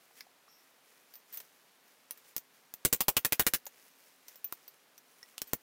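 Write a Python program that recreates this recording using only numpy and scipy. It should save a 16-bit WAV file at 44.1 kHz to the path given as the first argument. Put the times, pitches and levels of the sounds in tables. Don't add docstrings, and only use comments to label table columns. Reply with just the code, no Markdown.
import sys
import numpy as np
from scipy import signal
from scipy.fft import rfft, irfft, next_fast_len
from scipy.io import wavfile
from scipy.ndimage import uniform_filter1d

SR = 44100
rng = np.random.default_rng(int(sys.argv[2]) if len(sys.argv) > 2 else 0)


def unload_audio(sound):
    columns = np.transpose(np.atleast_2d(sound))
    steps = np.round(np.clip(columns, -1, 1) * 32767)
    wavfile.write(sys.argv[1], SR, steps.astype(np.int16))


N = 247842

# (frequency [Hz], level [dB])
AIR_SPECTRUM = [(18, -38), (30, -20), (117, -21.5), (141, -7.5), (188, -7), (264, -3), (301, -6),
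                (459, -2.5), (680, -2.5), (1240, -3.5), (4980, -10), (5990, -12), (7780, -14), (14600, -13),
                (15800, -20)]
# (frequency [Hz], level [dB], t60 [s])
ROOM_MODES = [(488.1, -1.5, 0.143), (333.1, 3.5, 0.0706), (1590, -29, 0.14)]
# (delay [s], level [dB])
REFLECTIONS = [(.0049, -20.5), (.0064, -16), (.0078, -16.5), (.0091, -39.5), (0.0126, -33)]
# (frequency [Hz], level [dB])
RUB_SPECTRUM = [(30, -33.5), (150, -11), (450, 7), (800, -8), (1800, 6), (2500, 5), (3800, -1), (5800, 3),
                (8000, 0), (13000, 1), (15600, 2), (17000, -45.5)]
# (time [s], level [dB])
RUB_ENVELOPE = [(0, -70), (.17, -62), (.33, -78), (.78, -70.5), (1.12, -65), (1.5, -64.5), (1.619, -70.5),
                (2.22, -68), (2.29, -60.5), (2.38, -68.5), (3.62, -72), (3.86, -62), (4.45, -63.5),
                (4.68, -67.5), (5.03, -75), (5.1, -63), (5.48, -66), (5.62, -65.5)]
# (level [dB], treble [dB])
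RUB_BRIGHTNESS = [(-66.5, -2), (-59.5, 5)]
# (time [s], length [s], level [dB], pitch [Hz])
FINGER_SLIPS = [(.475, 0.173, -66.5, 5513), (0.494, 0.158, -71, 12800), (5.063, 0.29, -77, 9800),
                (5.06, 0.32, -81, 5870)]
# (time [s], level [dB], snap [dB])
GRIP_CLICKS = [(0.2074, -28.5, 13), (5.2297, -18.5, -10)]
# (frequency [Hz], level [dB], t60 [s])
GRIP_MODES = [(1953, 4.5, 0.046), (2183, -6.5, 0.082), (4740, -12.5, 0.054), (5350, -4.5, 0.023),
              (5445, 7.5, 0.012)]
# (time [s], level [dB], pitch [Hz])
HAND_BUMPS = [(0.109, -26.5, 830), (0.267, -27, 739), (0.479, -25.5, 1227), (3.668, -14, 728),
              (4.356, -28.5, 650), (4.525, -8.5, 1172)]
# (time [s], level [dB], brightness [dB], slide scale [s], spot pitch [Hz])
SHEET_CLINKS = [(1.138, -32, 11.5, 0.0041, 4850), (1.1554, -33, 14.5, 0.00072, 4930),
                (1.326, -20.5, 7.5, .034, 13700), (1.3719, -22, 10, .005, 15200),
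                (1.402, -20.5, 3, 0.0028, 570), (2.1089, -17.5, 9, .001, 10250),
                (2.175, -31.5, 1, 0.0055, 13100), (3.6552, -34.5, 13, 0.00184, 14300),
                (3.666, -19, 7, 0.0051, 6650), (4.2824, -24.5, 5.5, 0.0068, 5900),
                (4.3575, -34, 11.5, 0.00187, 5450), (4.4433, -28.5, 26.5, 0.0035, 2630),
                (4.679, -31.5, 16, 0.00286, 4660), (4.979, -30, 4.5, 0.0032, 5900),
                (5.473, -31, 4.5, 0.0096, 14300)]
# (frequency [Hz], level [dB], t60 [s])
LOOSE_MODES = [(1234, -35, 0.062), (2650, -28, 0.04), (4600, -42.5, 0.06), (5900, -3.5, 0.026),
               (6190, -1, 0.057), (9940, 1, 0.038), (12370, -2.5, .05), (12900, -13.5, .04),
               (13300, -21, .03), (14300, 17.5, 0.099), (14600, -9, .035)]
# (frequency [Hz], level [dB])
PRESSED_MODES = [(12161, -53.5), (12985, -60.5), (13512, -71), (13835, -50), (14050, -46.5), (14196, -57),
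                 (14346, -60), (14492, -55.5), (14723, -69), (15310, -42)]
# (frequency [Hz], level [dB])
CRACK_SPECTRUM = [(30, -3.5), (150, -0.5), (900, 0), (2000, -3), (4200, -4.5), (7000, -3.5), (10000, -3),
                  (13000, -2.5), (15400, 0), (16200, -16.5)]
# (time [s], strength [dB], thud [dB], treble [dB], spot pitch [Hz])
HAMMER_BLOWS = [(2.3648, -9.5, 0.5, 12, 5670), (2.3803, -15, -3, 8, 6400), (2.7391, -17.5, 0, 11, 6700),
                (2.8505, 2.5, 7.5, 3.5, 8290), (2.9279, 1.5, 5, 6, 7520), (3.0063, 1.5, -1, 3.5, 1154),
                (3.0831, 5, 2.5, 3, 881), (3.168, 4.5, 0.5, 1.77, 2816), (3.249, 2.9, -1.5, 1.5, 1850),
                (3.3233, 2.5, .5, 2.6, 2400), (3.3962, 4, 3, 4.5, 1570), (3.4668, 5.5, 1.5, .5, 1783),
                (3.537, 3.5, -2.5, .5, 1600), (4.5245, -11.5, -2, 8, 326), (5.3805, -9, -13.5, -5, 3000),
                (5.4179, -6, -0.5, 2.5, 5800), (5.5336, -4.5, 13, 10.5, 7060)]


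def undb(db):
    return 10 ** (np.asarray(db) / 20)


def seconds(size=8192):
    return np.arange(size) / SR


def unit(x):
    return x / np.sqrt(np.sum(x ** 2) + 1e-18)


def fade(t, t60_s):
    return np.exp(-np.log(1000) * t / t60_s)


def add(out, at_s, x):
    i = int(at_s * SR)
    out[i:i + len(x)] += x[:N - i]


def wander(rate_hz):
    knots = rng.standard_normal(int(rate_hz * N / SR) + 2)
    return np.interp(seconds(N) * rate_hz, np.arange(len(knots)), knots)


def minimum_phase(x, gain):
    size = 2 * (len(gain) - 1)
    cepstrum = irfft(np.log(gain))
    cepstrum[1:size // 2] *= 2
    cepstrum[size // 2 + 1:] = 0
    return irfft(rfft(x, size) * np.exp(rfft(cepstrum)), size)[:len(x)]


def colour(x, points):
    hz, db = np.transpose(points)
    bins_hz = np.linspace(1, SR / 2, next_fast_len(len(x)) + 1)
    return minimum_phase(x, undb(np.interp(np.log(bins_hz), np.log(hz), db)))


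def resonate(x, hz, q):
    return signal.lfilter(*signal.iirpeak(min(hz, SR / 2.2), q, fs=SR), x)


def emphasise(x, hz, q, lift_db=13.5):
    return x + (undb(lift_db) - 1) * resonate(x, hz, q)


def ring(modes, scatter_db=0, detune=0):
    t = seconds()
    out = np.zeros(len(t))
    for hz, db, t60_s in modes:
        level_draw, pitch_draw = rng.standard_normal(2)
        tone = np.sin(2 * np.pi * hz * (1 + detune * pitch_draw) * t)
        out += undb(db + scatter_db * level_draw) * unit(tone * fade(t, t60_s))
    return unit(out)


def burst(envelope, lumpy_db=0):
    clumps = np.repeat(rng.standard_normal(len(envelope)), 32)[:len(envelope)]
    impacts = envelope * undb(lumpy_db * clumps) * rng.standard_normal(len(envelope))
    smooth_power = uniform_filter1d(np.abs(rfft(impacts, 2 * len(impacts))) ** 2, size=221)
    return unit(minimum_phase(impacts, 1 / np.sqrt(smooth_power + 1e-18)))


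def air(noise_db=-66.5, hum_hz=269, hum_db=-87):
    noise = colour(rng.standard_normal(N), AIR_SPECTRUM)
    hum = np.sqrt(2) * np.sin(2 * np.pi * hum_hz * seconds(N))
    return undb(noise_db) * noise / np.std(noise) + undb(hum_db) * hum


def in_room(x, echo_db, gap_s=0.003204, build_s=0.000224, t60_s=0.0575,
            late_t60_s=0.134, late_db=-25, modes_db=-25):
    t = np.maximum(seconds() - gap_s, 0)
    decay = fade(t, t60_s) + undb(late_db) * fade(t, late_t60_s)
    echo = burst((1 - np.exp(-t / build_s)) * decay, lumpy_db=4)
    for delay_s, db in REFLECTIONS:
        path_scale = 1 + .03 * rng.standard_normal()
        echo[int(delay_s * path_scale * SR)] += undb(db)
    echo = colour(unit(echo),
                  [(60, 1), (250, -2), (620, -.5), (1000, -.5), (3000, 2), (8000, .5), (14000, 4)])
    echo += undb(modes_db) * ring(ROOM_MODES, detune=.015)
    return x + undb(echo_db) * signal.fftconvolve(x, echo)[:len(x)]


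def ticks(rate_hz=18, min_db=14, spread_db=8, t60_s=.012):
    out = np.zeros(N)
    for when, strength, spot in rng.random((int(rate_hz * N / SR), 3)):
        spot_hz = np.interp(spot, [0, 1], [4500, 14000])
        tick = colour(burst(fade(seconds(1900), t60_s)), RUB_SPECTRUM)
        tick = emphasise(tick, spot_hz, q=20)
        add(out, when * N / SR, undb(min_db + spread_db * strength) * unit(tick))
    return out


def rubbing(gain_db=-2.5, treble_hz=5000, patch_db=4, patch_rate_hz=16):
    level_db = np.interp(seconds(N), *np.transpose(RUB_ENVELOPE))
    hiss = colour(burst(np.ones(N), lumpy_db=4), RUB_SPECTRUM)
    treble = signal.sosfilt(signal.butter(1, treble_hz, "high", fs=SR, output="sos"), hiss)
    lift = undb(np.interp(level_db, *np.transpose(RUB_BRIGHTNESS))) - 1
    patches = undb(patch_db * wander(patch_rate_hz))
    friction = patches * (hiss + lift * treble) / np.std(hiss)
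    return undb(level_db + gain_db) * (friction + ticks())


def slips(q=11):
    out = np.zeros(N)
    for at_s, length_s, db, hz in FINGER_SLIPS:
        progress = np.linspace(0, 1, int(length_s * SR))
        envelope = np.minimum(10 * progress, 1) * np.sqrt(1 - progress)
        noise = rng.standard_normal(len(progress))
        hiss = resonate(resonate(noise, hz, q), hz, q)
        add(out, at_s, undb(db) * envelope * hiss / np.std(hiss))
    return out


def handling(click_db=-4, bump_db=-10, echo_db=-10):
    out, t = np.zeros(N), seconds()
    for at_s, db, snap_db in GRIP_CLICKS:
        snap = colour(burst(fade(t, t60_s=0.0146)), [(200, -22.5), (1300, -10.5), (2000, 4), (3200, -12),
                                                     (5000, 1.5), (8000, -20), (14000, -10)])
        click = ring(GRIP_MODES) + undb(snap_db) * unit(snap)
        add(out, at_s, undb(db + click_db) * in_room(click, echo_db))
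    for at_s, db, hz in HAND_BUMPS:
        band = [(hz / 8, -32), (hz / 1.45, -12), (hz / 1.3, 0),
                (hz * 1.177, -1), (hz * 1.424, -16), (hz * 8, -28)]
        bump = colour(burst(fade(t, t60_s=0.0187)), band)
        add(out, at_s, undb(db + bump_db) * unit(bump))
    return out


def contact(hold_s, release_s, rattle_db, rattle_t60_s, split_hz=900, lumpy_db=0):
    t = seconds()
    envelope = np.exp(-np.maximum(t - hold_s, 0) / release_s)
    chatter = burst(envelope + undb(rattle_db) * fade(t, rattle_t60_s), lumpy_db)
    push = -1. * (t == 0)
    low, high = (signal.butter(4, split_hz, kind, fs=SR, output="sos") for kind in ("low", "high"))
    return signal.sosfilt(low, push) + signal.sosfilt(high, chatter)


def loose_sheet(gain_db=-2, ring_db=-8, echo_db=-10):
    out = np.zeros(N)
    for at_s, db, bright_db, slide_s, spot_hz in SHEET_CLINKS:
        skid = contact(hold_s=.3 * slide_s, release_s=.9 * slide_s, rattle_db=-28, rattle_t60_s=.04,
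                       split_hz=500, lumpy_db=4)
        touch = colour(skid, [(40, -13.5), (300, -6.5), (1200, -.91), (2200, 1), (9500, .5),
                              (14000, 1.1 * bright_db), (15300, 1.1 * bright_db), (16200, -18.5)])
        touch = emphasise(touch, spot_hz, q=5 + spot_hz / 800)
        modes = ring(LOOSE_MODES, scatter_db=3, detune=.009)
        ringing = unit(signal.fftconvolve(skid, modes)[:len(skid)])
        clink = touch + undb(bright_db + ring_db) * ringing
        add(out, at_s, undb(db + gain_db) * in_room(clink, echo_db))
    return out


def press(length_s, rise_s=0.00144):
    t = seconds(int(length_s * SR))
    return unit(np.exp(t / rise_s) * rng.standard_normal(len(t)))


def hammer(ring_db=-16.5, ring_t60_s=0.102, press_s=0.0026, press_db=-26.5):
    out = np.zeros(N)
    modes = [(hz, db, ring_t60_s) for hz, db in PRESSED_MODES]
    for at_s, db, thud_db, treble_db, spot_hz in HAMMER_BLOWS:
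        echo_db = -0.83 if db > 0 else -11
        rattle_db = -10.5 + 0.083 * echo_db
        mid_db = -2.39 + 0.437 * thud_db
        crack = contact(hold_s=0.000737, release_s=0.000616, rattle_db=rattle_db, rattle_t60_s=0.0204)
        crack = colour(crack, CRACK_SPECTRUM)
        crack = colour(crack, [(440, thud_db), (880, mid_db), (1900, mid_db),
                               (3200, 0), (9500, 0), (13500, treble_db)])
        crack = emphasise(crack, spot_hz, q=4.5, lift_db=8)
        ringing = undb(ring_db + treble_db + echo_db) * ring(modes, scatter_db=2, detune=.002)
        add(out, at_s, undb(db) * (in_room(crack, echo_db) + ringing))
        add(out, at_s - press_s, undb(db + press_db) * press(press_s))
    return out


def scene():
    return (hammer() + loose_sheet() + handling() + slips() + rubbing() + air())[None]


def record(dry, cutoff_hz=16250):
    return signal.sosfilt(signal.ellip(8, .2, 70, cutoff_hz, fs=SR, output="sos"), dry)


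dry = scene()
out = record(dry)
unload_audio(out)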